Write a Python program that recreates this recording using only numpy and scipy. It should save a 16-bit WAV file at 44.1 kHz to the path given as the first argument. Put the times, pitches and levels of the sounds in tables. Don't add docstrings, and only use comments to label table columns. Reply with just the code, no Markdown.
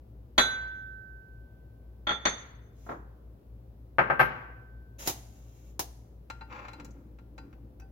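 import sys
import numpy as np
from scipy import signal
from scipy.fft import rfft, irfft, next_fast_len
from scipy.io import wavfile

SR = 44100
rng = np.random.default_rng(int(sys.argv[2]) if len(sys.argv) > 2 else 0)


def transcribe(u):
    v = np.clip(np.atleast_2d(u).T, -1, 1)
    q = np.round(v * 32767).astype(np.int16)
    wavfile.write(sys.argv[1], SR, q)


N = 348831
TIME = np.arange(N) / SR
CUTOFF_HZ = 16000

# (frequency [Hz], level [dB])
SLIDE_COLOUR = [(200, -2), (700, 4), (1500, -5.5), (3000, -2), (5000, -6), (6700, 3.5), (8500, -15),
                (12000, -3.5), (16000, -9)]


def from_db(db):
    return 10 ** (np.asarray(db) / 20)


def rms_one(x):
    return x / np.sqrt(np.mean(x ** 2) + 1e-20)


def at_hz(points, hz):
    table_hz, value = np.transpose(points)
    return np.interp(np.log(np.maximum(hz, 1)), np.log(table_hz), value)


def add(out, s, sound):
    i = int(s * SR)
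    out[..., i:i + sound.shape[-1]] += sound[..., :N - i]


def convolve(x, response):
    return signal.fftconvolve(np.atleast_2d(x), response, axes=-1)[:, :N]


def panned(x, left_db):
    return x * from_db([[left_db / 2], [-left_db / 2]])


def soften(x, hz):
    low_pass = signal.butter(2, min(hz, .45 * SR), fs=SR, output="sos")
    return signal.sosfilt(low_pass, x)


def diffuse(size):
    # (frequency [Hz], correlation [-1 to 1])
    likeness = [(60, 1), (125, .92), (280, 0.98), (600, 0.15), (1300, -.15), (3000, -0.16), (16000, 0)]
    hz = np.arange(size // 2 + 1) * SR / size
    alike = np.clip(at_hz(likeness, hz), -1, 1)
    mid, side = rfft(rng.standard_normal((2, size)))
    shared = np.sqrt(1 + alike) * mid
    opposed = np.sqrt(1 - alike) * side * [[1], [-1]]
    return hz, (shared + opposed) / np.sqrt(2)


def pulse(colour, size=2048):
    hz = np.arange(size // 2 + 1) * SR / size
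    cepstrum = irfft(np.log(from_db(at_hz(colour, hz))))
    cepstrum[1:size // 2] *= 2
    cepstrum[size // 2 + 1:] = 0
    return rms_one(irfft(np.exp(rfft(cepstrum)))) / np.sqrt(size)


def kitchen(early_t60=0.19, late_db=-16.5, build_s=0.0017, size=32768, count=12):
    # (frequency [Hz], t60 [s])
    room_t60 = [(100, 0.93), (400, 0.83), (1200, 0.82), (2500, 0.72), (5000, 0.6), (9000, 0.77),
                (16000, 0.33)]
    # (delay before random shift [s], level [dB])
    echoes = [(.0034, -13.5), (.0072, -13.5), (0.0101, -14.5)]
    hz, noise = diffuse(size)
    t = TIME[:size]
    centres = np.geomspace(100, CUTOFF_HZ, count)
    out = irfft(noise) * from_db(-60 * t / early_t60)
    for centre, share in zip(centres, np.eye(count)):
        band = irfft(noise * at_hz(np.c_[centres, share], hz))
        out += band * from_db(late_db - 60 * t / at_hz(room_t60, centre))
    out = rms_one(out * (1 - np.exp(-t / build_s))) / np.sqrt(size)
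    for delay, db in echoes:
        side_delays = SR * delay * rng.uniform(.93, 1.07, 2)
        out[[0, 1], side_delays.astype(int)] += from_db(db)
    return rms_one(out) / np.sqrt(size)


def in_room(x, room, wet_db):
    wet = from_db(wet_db)
    return (x + wet * convolve(x, room)) / np.sqrt(1 + wet ** 2)


def knocks(rows, colour):
    out, shape = np.zeros(N), pulse(colour)
    for s, db, contact_hz, *_ in rows:
        add(out, s, from_db(db) * soften(shape, contact_hz))
    return out


def rings(rows, modes, axis=3, split=0.00058, twin_db=-1.0):
    chance_db = 1.2
    hz, t60, *mode_db = np.transpose(modes)[:, :, None]
    t = TIME[:int(SR * min(2 * t60.max(), 2))]
    out = np.zeros((2, N))
    side_lead = np.pi / 4 * np.multiply.outer([1, -1], rng.choice([-1, 1], hz.shape))
    phase = 2 * np.pi * (hz * t + rng.random(hz.shape)) + side_lead
    offset_hz = split * hz * rng.uniform(0.45, 1, hz.shape) * rng.choice([-1, 1], hz.shape)
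    beat = 2 * np.pi * t * np.multiply.outer([1, -1], offset_hz)
    pair = np.sin(phase) + from_db(twin_db) * np.cos(phase + beat)
    partials = pair * from_db(-60 * t / t60) * (1 - np.exp(-hz * t))
    for row, chance in zip(rows, rng.standard_normal((len(rows), len(modes)))):
        s, _, contact_hz, _, spot, *_ = row
        spot_db = ((1 - spot) * mode_db[0] + spot * mode_db[-1]).ravel()
        strengths = from_db(spot_db + chance_db * chance)
        add(out, s, from_db(row[axis]) * soften(strengths @ partials + 1e-18, contact_hz))
    return out


def strokes(rows, rise_s, fall_db_per_s):
    return sum(np.clip((TIME - s) / rise_s, 0, 1)
               * from_db(db - fall_db_per_s * np.clip(TIME - s - length, 0, 2))
               for s, length, db in rows)


def friction(push, colour, per_s, spread_db):
    slips = (rng.random(N) < per_s / SR) * rng.standard_normal(N)
    slips = slips * from_db(spread_db * np.minimum(rng.exponential(1, N), 4))
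    return push * rms_one(signal.fftconvolve(slips, pulse(colour))[:N])


def background():
    # (frequency [Hz], rms level [dB])
    hum_tones = [(54.02, -60), (58.19, -51.5), (110.99, -64), (116.58, -63)]
    # (frequency [Hz], level [dB])
    air_colour = [(25, -32), (40, -21.5), (60, -2.5), (80, -13.5), (115, -6.5), (150, -16.5), (280, -19.5),
                  (530, -24.5), (1000, -38.5), (2000, -53), (5000, -61), (8500, -67), (12500, -58),
                  (16000, -56.5)]
    crest_s = 6.9
    rumble_db, hiss_db = -54, -75.5
    hum = sum(from_db(db) * np.sqrt(2) * np.cos(2 * np.pi * hz * (TIME - crest_s)) for hz, db in hum_tones)
    hz, noise = diffuse(2 * next_fast_len(N // 2 + 1))
    air = noise * from_db(at_hz(air_colour, hz))
    low = 1 / (1 + (hz / 1500) ** 4)
    rumble = rms_one(irfft(air * low)[:, :N])
    hiss = rms_one(irfft(air * (1 - low))[:, :N])
    return panned(hum + from_db(rumble_db) * rumble, left_db=2.1) + from_db(hiss_db) * hiss


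def lid_and_bowl():
    # (time [s], knock level [dB], contact cut-off [Hz], lid ring level [dB], spot struck [0-1],
    #  bowl ring level [dB])
    clinks = [(.3797, 12, 8955, -19, 0.15, -15.5), (.3875, 4, 4930, -36, 0.51, -41.5),
              (2.0695, 0, 3380, -27, 0.09, -54), (2.0910, -2, 2940, -22.5, 0.06, -53),
              (2.1050, 1, 2910, -36.5, 0.73, -52.5), (2.2540, 8, 8460, -23.5, 0.72, -58)]
    # (frequency [Hz], t60 [s], level at spot 0 [dB], level at spot 1 [dB])
    lid_modes = [(828, 0.065, -4.5, -17), (1382, 0.16, 2, -15), (1880, 0.21, -18, -14),
                 (3294, .15, 2.5, -16.5), (3600, 0.17, -5.5, -16.5), (3520, 0.32, 3.5, -14.5),
                 (3550, 0.31, -11, -5.5), (4430, 0.09, -10.5, -5), (6277, 0.2, -10.5, 2),
                 (8860, 0.092, -22.5, -22), (9690, 0.074, -19, -24), (12600, .13, -16.5, -29.5),
                 (13480, .17, -19, -27.5)]
    # (frequency [Hz], t60 [s], level at any spot [dB])
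    bowl_modes = [(1538, 1.755, -12), (1554.4, 0.27, -10), (3980, 0.41, -5.5), (7235, .24, -17),
                  (11100, 0.28, -15), (15730, 0.12, -9.5)]
    # (frequency [Hz], level [dB])
    clink_colour = [(60, -9), (150, -4.5), (400, -3), (800, -2), (1300, 0), (2100, 0.5), (2700, -10.5),
                    (3400, -6), (4400, -14), (5600, -28), (8000, -38), (16000, -52.5)]
    room = kitchen(early_t60=0.13, late_db=-18.0, build_s=0.002883)
    lid = rings(clinks, lid_modes, split=0.0033, twin_db=-3.5)
    bowl = rings(clinks, bowl_modes, axis=5, split=.0009, twin_db=-12.0)
    clatter = in_room(knocks(clinks, clink_colour), room, wet_db=16.5)
    ringing = in_room(lid, room, wet_db=-2.5) + in_room(bowl, room, wet_db=-8.0)
    return panned(clatter, left_db=2.5) + panned(ringing, left_db=-5.0)


def drawer():
    # (time [s], knock level [dB], contact cut-off [Hz])
    stops = [(2.863, -17, 1800), (2.8895, -4.5, 3000), (2.913, -6.5, 2440)]
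    # (frequency [Hz], level [dB])
    drawer_colour = [(47, -45), (80, -14), (174, -9), (352, -4.5), (639, -8.5), (699, -7), (1500, -9.5),
                     (2520, -29), (6000, -40), (7800, -80), (13200, -120)]
    push_s, runners_db = 2.71, -65.5
    run = [(push_s, stops[-1][0] - push_s, runners_db)]
    push = strokes(run, rise_s=0.15, fall_db_per_s=350)
    runners = friction(push, SLIDE_COLOUR, per_s=11000, spread_db=5.0)
    room = kitchen(early_t60=0.14, late_db=-17.0)
    return in_room(knocks(stops, drawer_colour) + runners, room, wet_db=20.0)


def bowl_on_counter():
    # (time [s], knock level [dB], contact cut-off [Hz], ring level [dB], spot struck [0-1])
    landings = [(3.9846, 14, 2368, -31.5, 0), (4.1002, 8.8, 1880, -29, .5), (4.1945, 8, 3440, -23.5, 1),
                (4.2025, 11, 4370, -30.5, 1)]
    # (frequency [Hz], t60 [s], level at any spot [dB])
    counter_modes = [(149, .4, -10.5), (571, 0.2, -1.5), (792, 0.22, 0.5), (1125, 0.15, -4.5),
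                     (1322, .16, 0), (1541, 1.77, -17.5), (1570, .18, 6), (1814, 0.18, -5),
                     (2100, 0.1, 0.5), (2645, 0.17, -11), (11480, 0.17, 4.5), (14100, 0.11, 3.5)]
    # (frequency [Hz], level [dB])
    landing_colour = [(60, -21), (140, -1.5), (260, -8.5), (500, -3), (900, -0.5), (1400, 1), (2000, -3),
                      (2800, -11.5), (3600, -23.5), (6800, -32), (9000, -50), (16000, -43.5)]
    room = kitchen(early_t60=0.11, late_db=-16.5, build_s=0.0048)
    thud = in_room(knocks(landings, landing_colour), room, wet_db=9.5)
    ringing = in_room(rings(landings, counter_modes, split=0.0012, twin_db=-4.5), room, wet_db=-8.5)
    return panned(thud + ringing, left_db=3.5)


def spoon_picked_up():
    # (time [s], knock level [dB], contact cut-off [Hz], ring level [dB], spot struck [0-1])
    clacks = [(5.0745, 5.5, 15000, -40.5, 0.26), (5.0965, -4, 14000, -51, 0.2),
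              (5.7938, 2, 15400, -31, 0.95)]
    # (frequency [Hz], t60 [s], level at spot 0 [dB], level at spot 1 [dB])
    spoon_modes = [(560, 0.057, 8, -20), (786, 0.22, -4, -15), (973, 0.026, -29, 8.5),
                   (1766, 0.026, -27.5, -0.5), (2730, .07, -7, -9), (3230, 0.069, 4, -17)]
    # (frequency [Hz], level [dB])
    clack_colour = [(59, -33), (100, -3.5), (189, -13.5), (373, -4), (621, -9), (736, 0.5), (1060, -13.5),
                    (1480, -15.5), (2630, -16.5), (3470, -15), (6420, -9), (7940, -19.5), (11900, -13),
                    (16000, -11.5)]
    # (start [s], length [s], level [dB])
    slides = [(4.983, 0.081, -44.5), (5.057, 0.016, -37.5), (5.15, 0.55, -67.5)]
    room = kitchen(early_t60=0.11, late_db=-22.5, build_s=0.00058)
    push = strokes(slides, rise_s=0.0088, fall_db_per_s=261)
    slide = friction(push, SLIDE_COLOUR, per_s=10000, spread_db=3.0)
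    clatter = in_room(knocks(clacks, clack_colour) + slide, room, wet_db=9.5)
    return clatter + in_room(rings(clacks, spoon_modes), room, wet_db=-10.0)


def spoon_in_pot():
    # (time [s], knock level [dB], contact cut-off [Hz], ring level [dB])
    tap_blows = [(6.3010, -8.5, 5400, -56), (6.410, -23, 3530, -54.5), (6.419, -18, 2200, -63),
                 (6.6837, -13.5, 4270, -61), (6.733, -22.5, 9000, -60), (6.7996, -16, 4930, -68),
                 (6.849, -25, 15050, -69), (7.1876, -28, 4030, -77), (7.3805, -19.5, 5970, -54),
                 (7.529, -28, 3500, -70.5), (7.7994, -30, 14000, -65.5), (7.819, -40.5, 1800, -57.5)]
    # (frequency [Hz], t60 [s], level at wall [dB], level at bottom [dB])
    pot_modes = [(777.5, 0.35, -4.5, -0.5), (899, 0.17, 8, -9), (1392, 0.28, 6.5, -18), (1530, 0.2, -3, -1),
                 (1857, 0.17, -3, -11), (2594, 0.064, -1, 2), (2740, 0.16, 0, -25), (4066, 0.11, 5, -20),
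                 (4780, 0.19, -11, -11), (5900, 0.052, -25, 4.5)]
    # (frequency [Hz], level [dB])
    tap_colour = [(100, 7), (400, -3.5), (900, 5), (1600, 5), (2500, 0.5), (3300, -8), (4400, -9.5),
                  (7000, -7), (10000, -15), (16000, -0.5)]
    scrape_colour = [(180, -20), (300, -6), (416, -9), (559, -6), (1040, 0.5), (2400, -8), (3380, -20),
                     (7060, -31.5), (9030, -54), (15000, -42)]
    # (start [s], length [s], level [dB])
    scrapes = [(6.472, .115, -44.5), (7.36, 0.029, -68.5)]
    sink_start_s, sink_length_s = 7.3, 0.18
    room = kitchen(early_t60=0.066, late_db=-19.0, build_s=0.00039)
    blows = [(*tap, np.clip((tap[0] - sink_start_s) / sink_length_s, 0, 1)) for tap in tap_blows]
    taps = in_room(knocks(blows, tap_colour), room, wet_db=5.5)
    ringing = in_room(rings(blows, pot_modes), room, wet_db=-5.0)
    push = strokes(scrapes, rise_s=0.058, fall_db_per_s=80.5)
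    scrape = friction(push, scrape_colour, per_s=1000, spread_db=2.5)
    return panned(taps + ringing + in_room(scrape + water(), room, wet_db=6.5), left_db=3.0)


def water(count=400):
    # (start [s], length [s], level [dB])
    stirs = [(6.421, 0.44, -59.5), (6.743, 0.095, -54.5), (7.298, 0.25, -56.5)]
    # (time [s], level [dB], starting pitch [Hz])
    drop_rows = [(6.847, -39.5, 6730), (6.847, -43, 5960), (6.908, -45, 6340)]
    gulps, drops, start = np.zeros(N), np.zeros(N), stirs[0][0]
    for when, size, strength in rng.random((count, 3)):
        gulp = strength * bubble(175 * 2 ** (1.15 * size), cycles=6)
        add(gulps, start + when * (TIME[-1] - start), gulp)
    for s, db, hz in drop_rows:
        add(drops, s, from_db(db) * bubble(hz, cycles=24, rise=.06))
    stirring = strokes(stirs, rise_s=0.09, fall_db_per_s=31.5)
    return stirring * gulps / gulps[TIME > start].std() + drops


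def bubble(hz, cycles, rise=0.097):
    age = TIME[:int(SR * cycles / hz)] * hz / cycles
    return from_db(-60 * age) * np.sin(2 * np.pi * cycles * age * (1 + rise * age / 2))


def scene():
    return background() + lid_and_bowl() + drawer() + bowl_on_counter() + spoon_picked_up() + spoon_in_pot()


def record(dry):
    low_pass = signal.ellip(10, .2, 80, CUTOFF_HZ, fs=SR, output="sos")
    return signal.sosfilt(low_pass, dry)


dry = scene()
out = record(dry)
transcribe(out)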